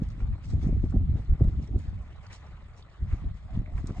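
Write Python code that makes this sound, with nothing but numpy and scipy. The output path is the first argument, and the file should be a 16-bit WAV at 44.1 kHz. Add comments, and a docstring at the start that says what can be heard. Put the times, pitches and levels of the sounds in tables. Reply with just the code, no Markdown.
"""Wind over a river with wading elephants

Turbulent gusts buffet the microphone, drop for a second and come back. Under the rumble
the bubbles of the current hiss softly. Wading elephants slosh the water, with small
splashes, slaps, drips and a few hollow gurgles from resonating pockets of air."""
import sys
import numpy as np
from scipy import signal
from scipy.fft import rfft, irfft
from scipy.io import wavfile
from scipy.ndimage import uniform_filter1d

SR = 44100
rng = np.random.default_rng(int(sys.argv[2]) if len(sys.argv) > 2 else 0)


def put_to_file(sound):
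    """Save the sound as 16-bit audio at rate SR, in the file named by the first command-line argument."""
    columns = np.atleast_2d(sound).T  # one column per channel
    safe = np.clip(columns, -1, 1)
    whole_steps = np.round(safe * 32767)
    wavfile.write(sys.argv[1], SR, whole_steps.astype(np.int16))


N = 176400
T = np.arange(N) / SR
FREQ_HZ = np.fft.rfftfreq(N, 1 / SR)


def amp(db):
    """Amplitude grows tenfold for every 20 dB."""
    return 10 ** (np.asarray(db) / 20)


def unit(x):
    """Normalisation to an rms of 1."""
    return x / np.sqrt(np.mean(x ** 2) + 1e-20)


def curve(points, hz):
    """Interpolation on a logarithmic frequency axis."""
    knot_hz, value = np.transpose(points)
    return np.interp(np.log(hz + 1), np.log(knot_hz + 1), value)


def wander(rate_hz):
    """Low-pass filtered noise: a smooth random fluctuation of rms 1."""
    return unit(irfft(rfft(rng.standard_normal(N)) * np.exp(-(FREQ_HZ / rate_hz) ** 2), N))


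def swell(crest_s, rise_s, decay_s):
    """A transient envelope: Gaussian rise, then exponential decay."""
    age = T - crest_s
    return np.exp(-(np.minimum(age, 0) / rise_s) ** 2 - np.maximum(age, 0) / decay_s)


def stereo(a, b, coherence):
    """Sum and difference of independent signals give partly coherent channels."""
    mid, side = a * np.sqrt((1 + coherence) / 2), b * np.sqrt((1 - coherence) / 2)
    return np.array([mid + side, mid - side])


def turbulence(spectrum, coherence, steadiness):
    """Turbulent pressure is coloured noise; dividing by a power of its envelope steadies it."""
    a, b = rfft(rng.standard_normal((2, N))) * amp(curve(spectrum, FREQ_HZ))
    pressure = irfft(stereo(a, b, coherence), N)
    power = uniform_filter1d((abs(signal.hilbert(pressure)) ** 2).mean(0), size=1800)
    return unit(pressure / power ** (steadiness / 2))


# Gust strength: time_s, rumble_db, flutter_db
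GUSTS = [(0, -34, -33.5), (.05, -34, -56), (.16, -37, -58.5), (0.238, -32, -47.5), (.32, -25.5, -53),
         (.4, -44, -57.5), (0.469, -33, -55), (0.538, -23.5, -38.5), (0.618, -30, -46.5), (.69, -22.5, -35),
         (0.772, -26, -46), (.9, -28, -51), (0.959, -26, -34.5), (1.071, -23, -45), (1.182, -28.5, -44.5),
         (1.265, -41, -64), (1.305, -17.5, -38), (1.375, -43.5, -56.5), (1.416, -22, -36.5),
         (1.455, -24.5, -41), (1.518, -32, -46), (1.589, -28, -38.5), (1.679, -39, -55),
         (1.759, -21.5, -35.5), (1.818, -38.5, -60), (1.95, -33, -52.5), (2.06, -44, -60.5),
         (2.26, -46, -78), (2.65, -46, -64), (2.972, -54, -88), (3.021, -27.5, -46), (3.08, -35, -63.5),
         (3.14, -34, -45.5), (3.2, -40.5, -64), (3.26, -28.5, -48), (3.39, -44, -84), (3.5, -37.5, -61.5),
         (3.591, -27.5, -42), (3.65, -39.5, -59), (3.76, -29.5, -62), (3.91, -37, -41.5), (3.95, -42, -55),
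         (4, -26, -44)]
# Spectra of the wind's two bands: frequency_hz, relative_db
RUMBLE_SPECTRUM = [(10, -36.5), (28, -1), (55, 1.5), (80, -1), (105, -6), (135, -9), (200, -19),
                   (300, -44.5), (600, -85.5), (11000, -105)]
FLUTTER_SPECTRUM = [(60, -24), (130, -30), (190, 6.5), (270, 4), (380, -8), (520, -18.5), (750, -20.5),
                    (1200, -47), (2500, -56.5), (6000, -74), (11000, -89.5)]

def wind():
    """Turbulence at the microphone makes a deep rumble and a quick flutter above it."""
    time_s, rumble_db, flutter_db = np.transpose(GUSTS)
    rumble = turbulence(RUMBLE_SPECTRUM, coherence=0.85, steadiness=0.48)
    rumble *= amp(np.interp(T, time_s, rumble_db) + 2.62 * wander(rate_hz=36))
    flutter = turbulence(FLUTTER_SPECTRUM, coherence=0.97, steadiness=0.78)
    flutter = unit(flutter * amp(4.73 * wander(rate_hz=52)))
    return rumble + flutter * amp(np.interp(T, time_s, flutter_db))


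# Left-right likeness of water noise: frequency_hz, coherence
WATER_COHERENCE = [(100, 0.93), (600, .72), (1200, 0.75), (1700, 0.38), (2900, 0.85), (3600, 0.099),
                   (5200, 0.32), (7000, 0.76), (9000, 0.27)]

def bubble_noise(spectrum, patch_db, flicker_db):
    """Many bubbles sum to noise whose level varies in patches of time and frequency."""
    hz = np.fft.rfftfreq(512, 1 / SR)
    a, b, c, d, patches = rng.standard_normal((5, N // 128 + 5, len(hz)))
    kernel = np.outer(signal.get_window("hann", 20), signal.get_window("hann", 10))  # frames by bins
    patches = unit(signal.fftconvolve(patches, kernel, "same"))
    flicker = uniform_filter1d(rng.standard_normal(a.shape), size=2, axis=0)
    flicker = unit(uniform_filter1d(flicker, size=30, axis=1))  # brief and broadband
    level_db = curve(spectrum, hz) + patch_db * patches + flicker_db * flicker
    frames = stereo(a + 1j * b, c + 1j * d, curve(WATER_COHERENCE, hz)) * amp(level_db)
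    _, noise = signal.istft(frames.transpose(0, 2, 1), nperseg=512, noverlap=384)
    return unit(noise[:, :N])


# Spectrum of the current: frequency_hz, relative_db
RIVER_SPECTRUM = [(60, -18), (250, 0.5), (480, -2.5), (720, 1), (950, -3.5), (1200, -0.5), (1550, -6.5),
                  (2000, -3.5), (2800, -10.5), (4000, -13.5), (5600, -26), (7200, -23.5), (8500, -27),
                  (10500, -63)]

def river(level_db=-61):
    """Amplitude modulation gives the current's bubble noise slight swells and a trickling grain."""
    envelope = amp(level_db + wander(rate_hz=9.1))
    grain = unit(amp(1.2 * wander(rate_hz=98)))
    return envelope * grain * bubble_noise(RIVER_SPECTRUM, patch_db=2.5, flicker_db=1.5)


# Eddies striking the microphone: crest_s, peak_db, half_width_ms, rasp_db
EDDIES = [(0.023, -17, 1.6, -36.5), (0.235, -18.5, 4.7, -65), (0.538, -26, 7, -50),
          (0.656, -17.5, 2.8, -43), (0.67, -16.5, 1.6, -44), (.693, -20, 1.3, -32.5),
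          (0.728, -21, 1.56, -36), (0.841, -19, 1.12, -30), (0.945, -18.5, 1.53, -43.5),
          (0.972, -14.5, 3, -47.5), (1.318, -18.5, 9.5, -66), (1.411, -16, 0.91, -31.5),
          (1.421, -7, 2.47, -37.5), (1.451, -19, 1.86, -39.5), (1.478, -29.5, 0.98, -44),
          (1.76, -13, 3.28, -38), (3.136, -16, 3.8, -59), (3.576, -20, 1.58, -46), (3.754, -17.5, 3.5, -74),
          (3.844, -25, 1.18, -53), (3.895, -29.5, 0.88, -43.5), (3.911, -26.5, 1.36, -38.5)]
# Spectrum of an eddy breaking up: frequency_hz, relative_db
RASP_SPECTRUM = [(100, -10), (250, 2), (380, 2), (550, -9), (750, -17), (1000, -36), (2500, -46),
                 (6000, -59), (11000, -86)]

def buffets():
    """A passing eddy is a pressure pulse between two dips; it breaks up in a turbulent rasp."""
    pulses, rasp_envelope = np.zeros((2, N))
    for crest_s, peak_db, half_width_ms, rasp_db in EDDIES:
        u = (T - crest_s) / (half_width_ms / 1000)
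        pulses += amp(peak_db) * (1 - u ** 2) * np.exp(-u ** 2 / 2)
        rasp_envelope += amp(rasp_db) * swell(crest_s, rise_s=0.004, decay_s=0.0054)
    return pulses + rasp_envelope * turbulence(RASP_SPECTRUM, coherence=0.97, steadiness=0.89)


# Sloshes of wading: crest_s, rise_s, decay_s, body_db, spray_db
SPLASHES = [(0.039, 0.026, 0.036, -57, -68), (.115, 0.014, 0.03, -57, -67), (.21, 0.027, 0.024, -53, -69),
            (.45, 0.021, 0.029, -56, -61), (.505, 0.017, 0.037, -64.5, -60), (.64, 0.03, 0.056, -58, -61.5),
            (.85, 0.033, 0.083, -71, -71.5), (0.901, 0.0056, 0.011, -61, -69.5),
            (1.179, 0.018, 0.04, -57, -66.5), (1.49, 0.024, 0.065, -76.5, -68.5),
            (1.635, 0.02, 0.048, -64, -68), (1.8, 0.017, 0.059, -60, -65), (2.03, 0.04, 0.33, -61, -79),
            (2.24, 0.014, 0.032, -57, -71), (2.312, 0.011, 0.02, -48, -70),
            (2.342, 0.015, 0.019, -56.5, -51.5), (2.46, 0.061, 0.12, -60.5, -80),
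            (2.795, 0.026, 0.016, -59.5, -64), (3.139, 0.052, 0.06, -52, -66.5),
            (3.37, 0.022, 0.036, -68, -71.5), (3.555, 0.046, 0.025, -59, -70),
            (3.787, 0.03, 0.05, -54, -64.5), (3.886, 0.025, 0.08, -59.5, -66),
            (3.985, 0.024, 0.045, -59, -65.5)]
# Spectra of a splash's two parts: frequency_hz, relative_db
BODY_SPECTRUM = [(200, 0.5), (500, -1.5), (900, -2.5), (1200, 1.5), (1550, -6), (2000, -3), (2700, -9.5),
                 (4500, -26.5), (11000, -62)]
SPRAY_SPECTRUM = [(1000, -7.5), (2500, 5), (3800, 8), (6000, 7.5), (8400, -0.5), (9300, -13),
                  (10200, -28.5), (11500, -31)]

def splashes():
    """Displaced water radiates a burst of bubble noise: a dull body and a bright, crackling spray."""
    body_envelope = sum(amp(db) * swell(*timing) for *timing, db, _ in SPLASHES)
    spray_envelope = sum(amp(db) * swell(*timing) for *timing, _, db in SPLASHES)
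    crackle = unit(amp(2.3 * wander(rate_hz=430)))
    body = bubble_noise(BODY_SPECTRUM, patch_db=4, flicker_db=2.5)
    spray = bubble_noise(SPRAY_SPECTRUM, patch_db=2, flicker_db=0)
    return body_envelope * body + spray_envelope * crackle * spray


# Impacts of falling water: crest_s, level_db, decay_s
SLAPS = [(0.035, -60.5, 0.0028), (0.088, -57, 0.0033), (0.103, -59, .004), (0.447, -63, 0.0021),
         (1.791, -57.5, 0.0035), (1.817, -66, 0.0034), (2.325, -54, 0.014), (3.8717, -48.5, 0.0033)]
# Spectrum of an impact: frequency_hz, relative_db
SLAP_SPECTRUM = [(1000, -13), (2500, -10.5), (4000, 1), (7000, -2), (9000, -6.5), (10200, -23.5),
                 (12000, -23)]

def slaps(rise_s=0.00046):
    """A brief impact has a broad spectrum: water hits the surface with a bright crack."""
    envelope = sum(amp(db) * swell(crest_s, rise_s, decay_s) for crest_s, db, decay_s in SLAPS)
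    return envelope * bubble_noise(SLAP_SPECTRUM, patch_db=0.5, flicker_db=4.1)


def add_drop(mix, start_s, peak, pitch_hz, bubbles=8, rise_s=0.00017, decay_s=0.003):
    """A drop traps a cluster of bubbles, each a damped oscillator ringing near one pitch."""
    bubble_hz = pitch_hz * np.exp(0.23 * rng.uniform(-1, 1, (bubbles, 1)))
    birth_s = rng.uniform(0, 0.0027, (bubbles, 1))
    port_delay_s = rng.uniform(0, 0.00005, (2, bubbles, 1))  # gives each bubble a direction
    age = np.maximum(np.arange(1024) / SR - birth_s - port_delay_s, 0)
    envelope = (1 - np.exp(-age / rise_s)) * np.exp(-age / decay_s)
    ring = (envelope * np.sin(2 * np.pi * bubble_hz * age)).sum(1)
    span = mix[:, round(start_s * SR):][:, :ring.shape[1]]
    span += peak * ring[:, :span.shape[1]] / abs(ring).max()


# Distinct drops: start_s, pitch_hz, peak_db
DRIPS = [(.202, 1190, -44.5), (.923, 1170, -44.5), (1.44, 6700, -56.5), (1.673, 6560, -55.5),
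         (2.266, 5350, -47.5), (2.823, 3950, -47), (3.552, 3540, -48), (3.659, 2140, -45),
         (3.778, 1850, -42.5), (3.798, 1200, -48)]

def drips(patter_db=-79.5, patter_per_s=140):
    """Bubble resonance gives drops their pitch: a few ring clearly over a faint random patter."""
    clear, patter = np.zeros((2, 2, N))
    for start_s, pitch_hz, peak_db in DRIPS:
        add_drop(clear, start_s, amp(peak_db), pitch_hz)
    for when, pitch, faintness in rng.random((int(patter_per_s * N / SR), 3)):
        peak = amp(-4 * np.log(faintness + 0.013))  # many weak drops, few strong
        add_drop(patter, when * N / SR, peak, pitch_hz=1500 * 4.6 ** pitch)
    return clear + amp(patter_db) * unit(patter)


# Ringing air pockets: crest_s, half_length_s, pitch_hz, level_db
GURGLES = [(3.498, 0.015, 734, -55), (3.544, 0.07, 679, -62.5), (3.693, .03, 651, -56.5),
           (3.972, 0.0096, 711, -49)]

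def gurgles(bandwidth_hz=75, glide_hz_per_s=900):
    """A resonating air pocket sounds a narrow band of noise that rises slightly in pitch."""
    out = np.zeros(N)
    for crest_s, half_length_s, pitch_hz, level_db in GURGLES:
        age = T - crest_s
        cycles = pitch_hz * age + glide_hz_per_s * age ** 2 / 2
        fuzz = wander(bandwidth_hz) + 1j * wander(bandwidth_hz)
        fuzz /= np.sqrt(abs(fuzz))  # evens out the swells
        note = unit((fuzz * np.exp(2j * np.pi * cycles)).real)
        out += amp(level_db) * np.exp(-(age / half_length_s) ** 2 / 2) * note
    return out


# Phase of the water's sound between the microphone ports: frequency_hz, left_lead_rad
PORT_PHASE = [(1200, 0.11), (1900, 0.64), (2300, 1.9), (3000, 2), (5900, 2.2), (7000, .6)]

def at_ports(sound):
    """A wave reaches two spaced ports with a phase difference that depends on frequency."""
    phase_rad = np.outer([0.5, -0.5], curve(PORT_PHASE, FREQ_HZ))
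    return irfft(rfft(sound) * np.exp(1j * phase_rad), N)


def scene():
    """Superposition: wind pressure at the microphone adds to the sound of the water."""
    return wind() + buffets() + at_ports(river() + splashes() + slaps() + gurgles() + drips())


def record(dry, cutoff_hz=11800):
    """Band limiting: a linear-phase low-pass filter removes the highest treble."""
    lowpass = signal.firwin(511, cutoff_hz, window=("kaiser", 9), fs=SR)
    return signal.oaconvolve(dry, lowpass[None], "same")


dry = scene()
out = record(dry)
put_to_file(out)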